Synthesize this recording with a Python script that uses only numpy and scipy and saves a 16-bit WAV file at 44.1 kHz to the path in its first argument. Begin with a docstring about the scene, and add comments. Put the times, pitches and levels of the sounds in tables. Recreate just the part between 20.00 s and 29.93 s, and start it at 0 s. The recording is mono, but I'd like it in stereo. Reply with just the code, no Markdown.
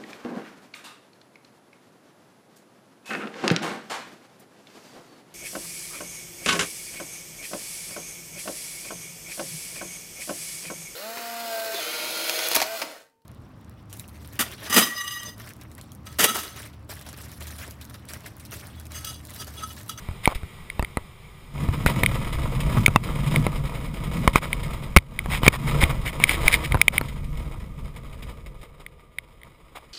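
"""A glider lands on a grass strip, heard at a small cased camera in the cockpit: first air rush, hiss and early knocks.
From 1.48 s the wheel rumbles, the fuselage booms and grass brushes the belly, with a short hop just after 5 s.
Throughout, the camera mount knocks, ticks and rattles; the hardest blows clip and briefly pull the gain down.
The air sinks until 8.5 s while ground noise fades and cockpit resonances sing out, then the rush rises again.
Air and grass are filtered noise and impulses; knocks and ticks are short sums of sines."""
import sys
import numpy as np
from scipy import signal
from scipy.fft import rfft, irfft
from scipy.io import wavfile
from scipy.ndimage import uniform_filter1d

SR = 44100
rng = np.random.default_rng(int(sys.argv[2]) if len(sys.argv) > 2 else 0)


def persist_wave(psi):
    """Save psi, clipped to +-1, as 16-bit WAV."""
    counts = np.round(np.clip(psi, -1, 1) * 32767).astype(np.int16)
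    wavfile.write(sys.argv[1], SR, np.atleast_2d(counts).T)


N = 437912
TIME_S = np.arange(N) / SR
BLOW_S = TIME_S[:4096]  # time since a single blow
BIN_HZ = np.maximum(np.fft.rfftfreq(N, 1 / SR), 1)

# Table levels are relative; the functions add their own trims.
# airflow along the canopy: time_s, level_db
AIR_LEVEL = [(0, -42), (.5, -41.5), (1.0, -45.5), (1.5, -46), (5, -53.5), (8.5, -66), (9.93, -55.5)]
# level of the cockpit resonances: time_s, level_db
SING_LEVEL = [(0, -63.5), (7.3, -56.5), (8.6, -55.5), (9.2, -63), (9.93, -64.5)]
# ground run from touchdown: time_s, wheel_jolt_db, belly_drag_db
GROUND_LEVELS = [(1.48, -41, -60), (1.6, -29, -38), (2.3, -32, -37), (2.65, -26.5, -37),
                 (3.1, -28.5, -39.5), (3.45, -28, -38.5), (3.7, -32, -44.5), (4.45, -31, -41.5),
                 (4.92, -33.5, -41.5), (5.06, -41, -53), (5.28, -29, -41), (5.85, -26, -33.5),
                 (6.05, -31.5, -40.5), (6.5, -26.5, -34), (6.92, -30.5, -41.5), (7.2, -31, -47.5),
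                 (8.3, -38.5, -53), (9.1, -53, -61), (9.93, -57, -57.5)]
# rough patches loading the wheel: middle_s, length_s (scaled in surges), surge_db
ROUGH_PATCHES = [(2.005, 0.41, 7), (2.797, 0.09, 10.5), (3.344, .21, 9), (4.2, 0.22, 10),
                 (5.716, 0.26, 5.5), (8.27, 0.17, 4.5), (9.47, 0.082, 10.5)]
# tall tufts slapping the belly: start_s, level_db
TUFT_SLAPS = [(0.347, -37), (1.894, -30), (2.327, -36), (2.603, -33), (3.036, -34.5), (3.273, -37),
              (6.014, -45), (7.055, -48.5), (7.083, -43), (7.241, -49.5), (7.371, -47.5), (8.223, -41.5),
              (8.612, -51.5), (9.754, -45.5)]
# lightly loaded tyre scuffing once a turn: start_s, end_s (sets the turn count), first_turn_s, level_db
TYRE_SCUFFS = [(3.556, 4.84, .0945, -38.5), (7.96, 8.82, .165, -47)]
# chatter of the mount: middle_s, length_s (scaled in rattles), case_db, shell_db
RATTLE_BURSTS = [(0.251, 0.031, -34, -37.5), (0.309, 0.045, -39.5, -30.5), (1.874, 0.023, -25.5, -48),
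                 (2.775, 0.027, -36.5, -26.5), (4.37, 0.036, -25.5, -23.5), (4.443, 0.039, -34, -28),
                 (5.344, 0.081, -28.5, -32), (5.459, 0.051, -28, -28), (5.545, 0.041, -25, -22),
                 (5.687, 0.035, -32, -32), (5.824, 0.032, -21.5, -25), (5.903, 0.024, -32.5, -25.5),
                 (6.079, 0.047, -29.5, -36), (6.228, 0.053, -32.5, -36), (6.315, 0.082, -25, -31),
                 (6.479, 0.055, -28.5, -31.5), (6.537, 0.043, -19.5, -32.5), (6.652, 0.024, -30, -50),
                 (6.955, 0.053, -34, -33), (9.769, 0.034, -44.5, -37)]
# creaking slips of the plastic joint: middle_s, level_db
JOINT_TICKS = [(0.2572, -6.5), (0.7019, -18.5), (0.8486, -20), (2.036, -6), (2.0627, -5), (2.863, 5),
               (3.3614, -7.5), (4.2784, -9.5), (4.3589, -2), (4.5311, -9.5), (4.9645, 1), (4.972, 4.5),
               (4.9865, -8), (5.1915, -12), (5.4659, -8), (5.4813, 15), (5.8393, -4.5), (6.24, 4.5),
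               (6.295, -4), (6.4816, 3), (6.542, -3.5), (6.7225, -12), (6.8159, 3.5), (6.8823, 3.5),
               (6.9817, -4), (8.8653, -25), (9.1864, -15), (9.417, -41.5), (9.4343, -33.5)]
# knocks of the mount: start_s, crack_peak_db, thud_db
MOUNT_KNOCKS = [(0.0879, -20, -16), (0.1117, -27, -19), (0.2762, 3, -11), (0.356, -41, -13.5),
                (0.433, -24.5, -20), (0.795, -8, -10), (0.8262, -9.5, -16), (0.9718, -4, -16),
                (1.688, -15.5, -6), (1.8627, 4, -6.5), (2.0342, -4, -15), (2.881, 0, -6.5),
                (2.9603, 11.5, -10), (3.4669, -4, -21.5), (4.2769, 9.5, -3), (4.358, 10.5, -14),
                (4.9648, 17, 6), (4.9703, 8, 1.5), (5.2599, -13, -30), (5.4336, -4, -11), (5.4655, 0, -10),
                (5.4791, 18.5, -5), (5.8327, -7, -3.5), (6.201, -10.5, -25), (6.457, -24.5, -6.5),
                (6.7451, -3, -11), (6.753, -10, -8.5), (6.7723, -14.5, -26), (7.0127, -7.5, -19)]
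# ringing of a knock: centre_hz, t60_s, level_db
KNOCK_RING = [(210, 0.0092, -4), (520, 0.0035, 0.5), (918, 0.016, -13), (1200, 0.0092, -4),
              (1980, 0.012, -10), (2340, 0.026, -17), (3590, 0.012, -19.5), (8350, .003, -18),
              (10240, 0.0028, -9), (12500, 0.0031, -19)]
# Resonances below: pitch_hz, half_width_hz (to -6 dB), level_db
# plastic case; ticks replace the first pitch
CASE_RING = [(2146, 330, 1), (3160, 330, -12), (3650, 160, -14), (4550, 920, -25.5), (7500, 790, -36),
             (8480, 740, -19), (9720, 210, -10.5), (14400, 320, -15), (14300, 460, -30.5)]
# shell panels under chatter: pitch_hz, half_width_hz, level_db
PANEL_RING = [(613, 290, -3.5), (1130, 280, 1)]
# paths of outside hiss into the case: pitch_hz, half_width_hz, level_db
HISS_PATHS = [(2176, 328, 1), (3070, 350, -6), (3660, 414, -7), (5027, 300, -11.5), (6960, 290, -14),
              (8220, 340, -13.5), (8900, 300, -12.5), (9810, 280, -11.5), (10740, 350, -16),
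              (11550, 400, -30.5), (13200, 500, -16), (14200, 450, -15.5), (15100, 510, -20)]
# narrow cockpit resonances: pitch_hz, half_width_hz, level_db
COCKPIT_RING = [(470, 120, -2.5), (1206, 26, -1)]
# spectrum of the air rush: pitch_hz, density_db
AIR_SPECTRUM = [(20, -3.5), (70, -4), (100, -6), (140, -5), (230, -14.5), (300, -23), (370, -17),
                (560, -25), (800, -23.5), (1020, -20.5), (1250, -20.5), (1550, -33), (4000, -47.5)]
# spectrum of the tyre's thumps: pitch_hz, density_db
RUMBLE_SPECTRUM = [(10, -11.5), (22, -4), (38, -0.5), (70, -5), (105, -14.5), (170, -24), (400, -61.5)]
# spectrum of the fuselage boom: pitch_hz, density_db
BOOM_SPECTRUM = [(60, -49), (105, -6), (125, -2.5), (142, 1.5), (172, -8), (225, -11), (300, -20.5),
                 (600, -54)]
# spectrum of the fuselage shell: pitch_hz, density_db
SHELL_SPECTRUM = [(150, -24.5), (290, -1.5), (470, -1.5), (640, -2), (810, -10), (980, 0.5), (1110, -5.5),
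                  (1240, -0.5), (1550, -16.5), (2200, -19), (4000, -44)]


def undb(db):
    """Decibels to gain."""
    return 10 ** (np.asarray(db) / 20)


def unit(x):
    """Scale to rms 1."""
    return x / np.sqrt(np.mean(x ** 2))


def curves(table):
    """Join each column after time_s by straight lines."""
    time_s, *columns = np.transpose(table)
    return [np.interp(TIME_S, time_s, column) for column in columns]


def add(track, start_s, sound):
    """Mix a sound into the track in place."""
    i = max(int(start_s * SR), 0)
    track[i:i + len(sound)] += sound[:N - i]


def shape(x, gain):
    """Minimum-phase filter with this gain per bin: blows start sharply and ring out; rms 1."""
    cepstrum = irfft(np.log(gain), N)
    # fold onto positive time
    cepstrum[1:N // 2] *= 2
    cepstrum[N // 2 + 1:] = 0
    response = np.exp(rfft(cepstrum))
    return unit(irfft(rfft(x) * response, N))


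def colour(x, spectrum):
    """Filter x by a spectrum joined on a log frequency axis; rms 1."""
    hz, db = np.transpose(spectrum)
    return shape(x, undb(np.interp(np.log(BIN_HZ), np.log(hz), db)))


def resonate(x, modes):
    """Filter x through steep resonances whose powers add; rms 1."""
    power = sum(undb(db) ** 2 / (1 + ((BIN_HZ - hz) / half_width_hz) ** 2) ** 2
                for hz, half_width_hz, db in modes)
    return shape(x, np.sqrt(power))


def walk(rate_hz):
    """Smooth random drift, changing about rate_hz times a second; rms 1."""
    hold = int(SR / rate_hz)
    steps = np.repeat(rng.standard_normal(N // hold + 1), hold)[:N]
    return unit(uniform_filter1d(steps, hold))


def impacts(rate_hz, scatter_db):
    """Tiny blows at random moments, of uneven size and either sign; rms 1."""
    struck = rng.random(N) < rate_hz / SR
    size_db = scatter_db * np.clip(rng.standard_normal(N), -2, 2)
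    sign = rng.choice([-1, 1], N)
    return unit(struck * sign * undb(size_db))


def hiss(x):
    """Pass x into the camera's case as hiss."""
    return resonate(x, HISS_PATHS)


def canopy(x, count=10, reach_s=.022, echo_db=-15):
    """Close reflections of either sign from canopy and panel make x slightly hollow; rms 1."""
    delays = (SR * reach_s * rng.uniform(.1, 1, count)).astype(int)
    echoes = sum(rng.choice([-1, 1]) * np.pad(x, (d, 0))[:N] for d in delays)
    return unit(x + undb(echo_db) * echoes)


def air(hiss_db=-9, gust_hz=17, gust_db=.7):
    """Gusting rush and hiss along the canopy, over noise in the cockpit's narrow resonances."""
    level_db, = curves(AIR_LEVEL)
    sing_db, = curves(SING_LEVEL)
    rush = colour(rng.standard_normal(N), AIR_SPECTRUM)
    rush = rush + undb(hiss_db) * canopy(hiss(rng.standard_normal(N)))
    sing = resonate(rng.standard_normal(N), COCKPIT_RING)
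    return rush * undb(level_db + gust_db * walk(gust_hz)) + sing * undb(sing_db)


def tufts(rise_s=0.0016, fade_s=0.013, tuft_db=6.5, shell_db=-6):
    """A taller tuft slaps the belly and drags off it: enveloped bursts of dense impacts."""
    strength = np.zeros(N)
    slap = (1 - np.exp(-BLOW_S / rise_s)) * np.exp(-BLOW_S / fade_s)
    for start_s, level_db in TUFT_SLAPS:
        add(strength, start_s, undb(level_db + tuft_db) * slap)
    stalks = impacts(5000, 2.3)
    return strength * (hiss(stalks) + undb(shell_db) * colour(stalks, SHELL_SPECTRUM))


def scuffs(rise_s=0.0022, fade_s=.016, scuff_db=4.5, vary_db=2.5, stretch_per_turn=.003):
    """Once a turn the tyre catches the turf; each turn takes a little longer than the last."""
    strength = np.zeros(N)
    catch = (1 - np.exp(-BLOW_S / rise_s)) * np.exp(-BLOW_S / fade_s)
    for start_s, end_s, turn_s, level_db in TYRE_SCUFFS:
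        for turn in np.arange((end_s - start_s) / turn_s):
            size_db = level_db + scuff_db + vary_db * rng.standard_normal()
            catch_s = start_s + turn * turn_s * (1 + stretch_per_turn * turn)
            add(strength, catch_s, undb(size_db) * catch)
    grass = hiss(impacts(2500, 1.7))
    shell = colour(impacts(1500, 1.2), SHELL_SPECTRUM)
    return strength * (grass + shell)


def surges():
    """Extra load in dB as the wheel rides into and out of each rough patch."""
    surge_db = np.zeros(N)
    for middle_s, length_s, peak_db in ROUGH_PATCHES:
        position = np.clip((TIME_S - middle_s) / (1.54 * length_s), -.5, .5)
        surge_db += peak_db * np.cos(np.pi * position) ** 2
    return surge_db


def bumps(rate_hz, fade_s, scatter_db, steady):
    """Belly contact strength: every clod starts a surge that dies away; rms 1."""
    size_db = scatter_db * np.clip(rng.standard_normal(N), -1.5, 1.5)
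    clods = (rng.random(N) < rate_hz / SR) * undb(size_db)
    surge = signal.lfilter([1], [1, -np.exp(-1 / (fade_s * SR))], clods)
    return unit(np.sqrt(steady + surge / surge.mean()))


def ground_run(boom_db=0.5, grass_db=-4.5, boom_fade_db_per_s=0.95, drag_share=0.56, uneven_db=1.86):
    """Wheel rumbles and fuselage booms over rough ground; clods make shell and belly grass surge together."""
    jolt_db, drag_db = curves(GROUND_LEVELS)
    surge_db = surges()
    rolled_s = TIME_S - GROUND_LEVELS[0][0]
    rumble_level_db = jolt_db + uneven_db * walk(9)
    # slower bumps reach the boom less
    boom_level_db = jolt_db + surge_db - boom_fade_db_per_s * rolled_s + boom_db
    brush_db = drag_db + drag_share * surge_db
    on_ground = np.clip(rolled_s / 0.081, 0, 1)
    contact = bumps(rate_hz=45, fade_s=0.012, scatter_db=4.5, steady=0.39)
    wheel = colour(impacts(400, 1.4), RUMBLE_SPECTRUM) * undb(rumble_level_db)
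    fuselage = colour(impacts(300, 1.1), BOOM_SPECTRUM) * undb(boom_level_db)
    skin = canopy(colour(impacts(800, 2.8), SHELL_SPECTRUM)) * contact * undb(brush_db)
    blades = canopy(hiss(impacts(1700, 3.3))) * contact * undb(brush_db + grass_db)
    return on_ground * (wheel + fuselage + skin + blades)


def rattles(plastic_db=-3, scrape_db=-2, panel_db=-1):
    """The mount chatters: bursts of dense tiny blows ring the case and the shell."""
    case_strength, shell_strength = np.zeros((2, N))
    for middle_s, length_s, case_db, shell_db in RATTLE_BURSTS:
        swell = np.sqrt(np.hanning(int(1.366 * length_s * SR)))
        start_s = middle_s - len(swell) / 2 / SR
        add(case_strength, start_s, undb(case_db) * swell)
        add(shell_strength, start_s, undb(shell_db) * swell)
    chatter = impacts(900, 4.6)
    plastic = undb(plastic_db) * resonate(chatter, CASE_RING)
    scrape = undb(scrape_db) * hiss(impacts(2500, 6.5))
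    panel = undb(panel_db) * resonate(chatter, PANEL_RING)
    return case_strength * (plastic + scrape) + shell_strength * panel


def ticks(hold_s=0.0021, rise_s=0.000083, stop_s=0.00038, tail_s=0.0024, tail_db=-14,
          grit_db=-20, tick_db=-3.5, vary_db=2, pitch_at_0_db_hz=2228, pitch_rise_hz_per_db=4.5):
    """The joint slips for two milliseconds: case modes start at once, hold and ring out, with some grit."""
    out = np.zeros(N)
    hz, _, db = np.transpose(CASE_RING)[:, :, None]
    t = BLOW_S[:512] - BLOW_S[128]  # zero at mid-slip
    start = 1 / (1 + np.exp(-(t + hold_s / 2) / rise_s))
    hold = 1 / (1 + np.exp((t - hold_s / 2) / stop_s))
    slip = start * (hold + undb(tail_db) * np.exp(-np.abs(t) / tail_s))
    for middle_s, level_db in JOINT_TICKS:
        # a harder slip grips tighter: the first mode rises
        pitch_hz = pitch_at_0_db_hz + pitch_rise_hz_per_db * level_db
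        phase_turns = rng.random((len(hz), 1))
        mode_hz = np.vstack([[pitch_hz], hz[1:]])
        # upper modes are struck unevenly
        upper_db = db[1:] + vary_db * rng.standard_normal((len(hz) - 1, 1))
        mode_db = np.vstack([db[:1], upper_db])
        ring = (undb(mode_db) * np.sin(2 * np.pi * (mode_hz * t + phase_turns))).sum(axis=0)
        grit = signal.lfilter([.5], [1, -.75], rng.standard_normal(len(t)))
        add(out, middle_s + t[0], undb(level_db + tick_db) * slip * (ring + undb(grit_db) * grit))
    return out


def knocks(thud_hz=46, thud_t60_s=0.057, tail_db=-22, tail_t60_s=0.058, detune_share=0.12, vary_db=2):
    """Each knock cracks in the mount, rings on in the shell and swings the camera on its arm as a low thud."""
    out, tail = np.zeros((2, N))
    hz, t60_s, db = np.transpose(KNOCK_RING)[:, :, None]
    for start_s, crack_peak_db, thud_db in MOUNT_KNOCKS:
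        detune, weight = rng.standard_normal((2, len(hz), 1))
        mode_hz = hz * (1 + detune_share * detune)
        decay = undb(db + vary_db * weight - 60 * BLOW_S / t60_s)
        crack = (decay * np.sin(2 * np.pi * mode_hz * BLOW_S)).sum(axis=0)
        crack = undb(crack_peak_db) * crack / np.abs(crack).max()
        swing_hz = thud_hz * rng.uniform(0.48, 2.2)
        thud = undb(thud_db - 60 * BLOW_S / thud_t60_s) * np.sin(2 * np.pi * swing_hz * BLOW_S)
        add(out, start_s, crack - thud)
        # the mount passes only so much of a hard blow to the shell
        add(tail, start_s, undb(min(crack_peak_db, -2) + tail_db - 60 * BLOW_S / tail_t60_s))
    return out + tail * colour(rng.standard_normal(N), SHELL_SPECTRUM)


def scene():
    """One microphone in a small cockpit: both channels alike."""
    cockpit = air() + tufts() + scuffs() + ground_run() + rattles() + ticks() + knocks()
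    return np.array([cockpit, cockpit])


def duck(x, overload_release_db_per_s=130, attack_s=0.019, depth_db_per_db=0.53):
    """Gain control: an overload turns the gain down, too late for the blow itself, and it creeps back."""
    over_db = 20 * np.log10(np.maximum(np.abs(x).max(axis=0), 1))
    release_db = overload_release_db_per_s * TIME_S
    held_db = np.maximum.accumulate(over_db + release_db) - release_db
    pole = np.exp(-1 / (attack_s * SR))
    smooth_db = signal.lfilter([1 - pole], [1, -pole], held_db)
    return x * undb(-depth_db_per_db * smooth_db)


def record(dry, top_hz=15350):
    """The camera ducks after the hardest blows, clips them and cuts everything above top_hz."""
    clipped = np.clip(duck(dry), -1, 1)
    low_pass = signal.ellip(10, .2, 70, top_hz, fs=SR, output="sos")  # ripple, stopband in dB
    return signal.sosfilt(low_pass, clipped)


dry = scene()
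out = record(dry)
persist_wave(out)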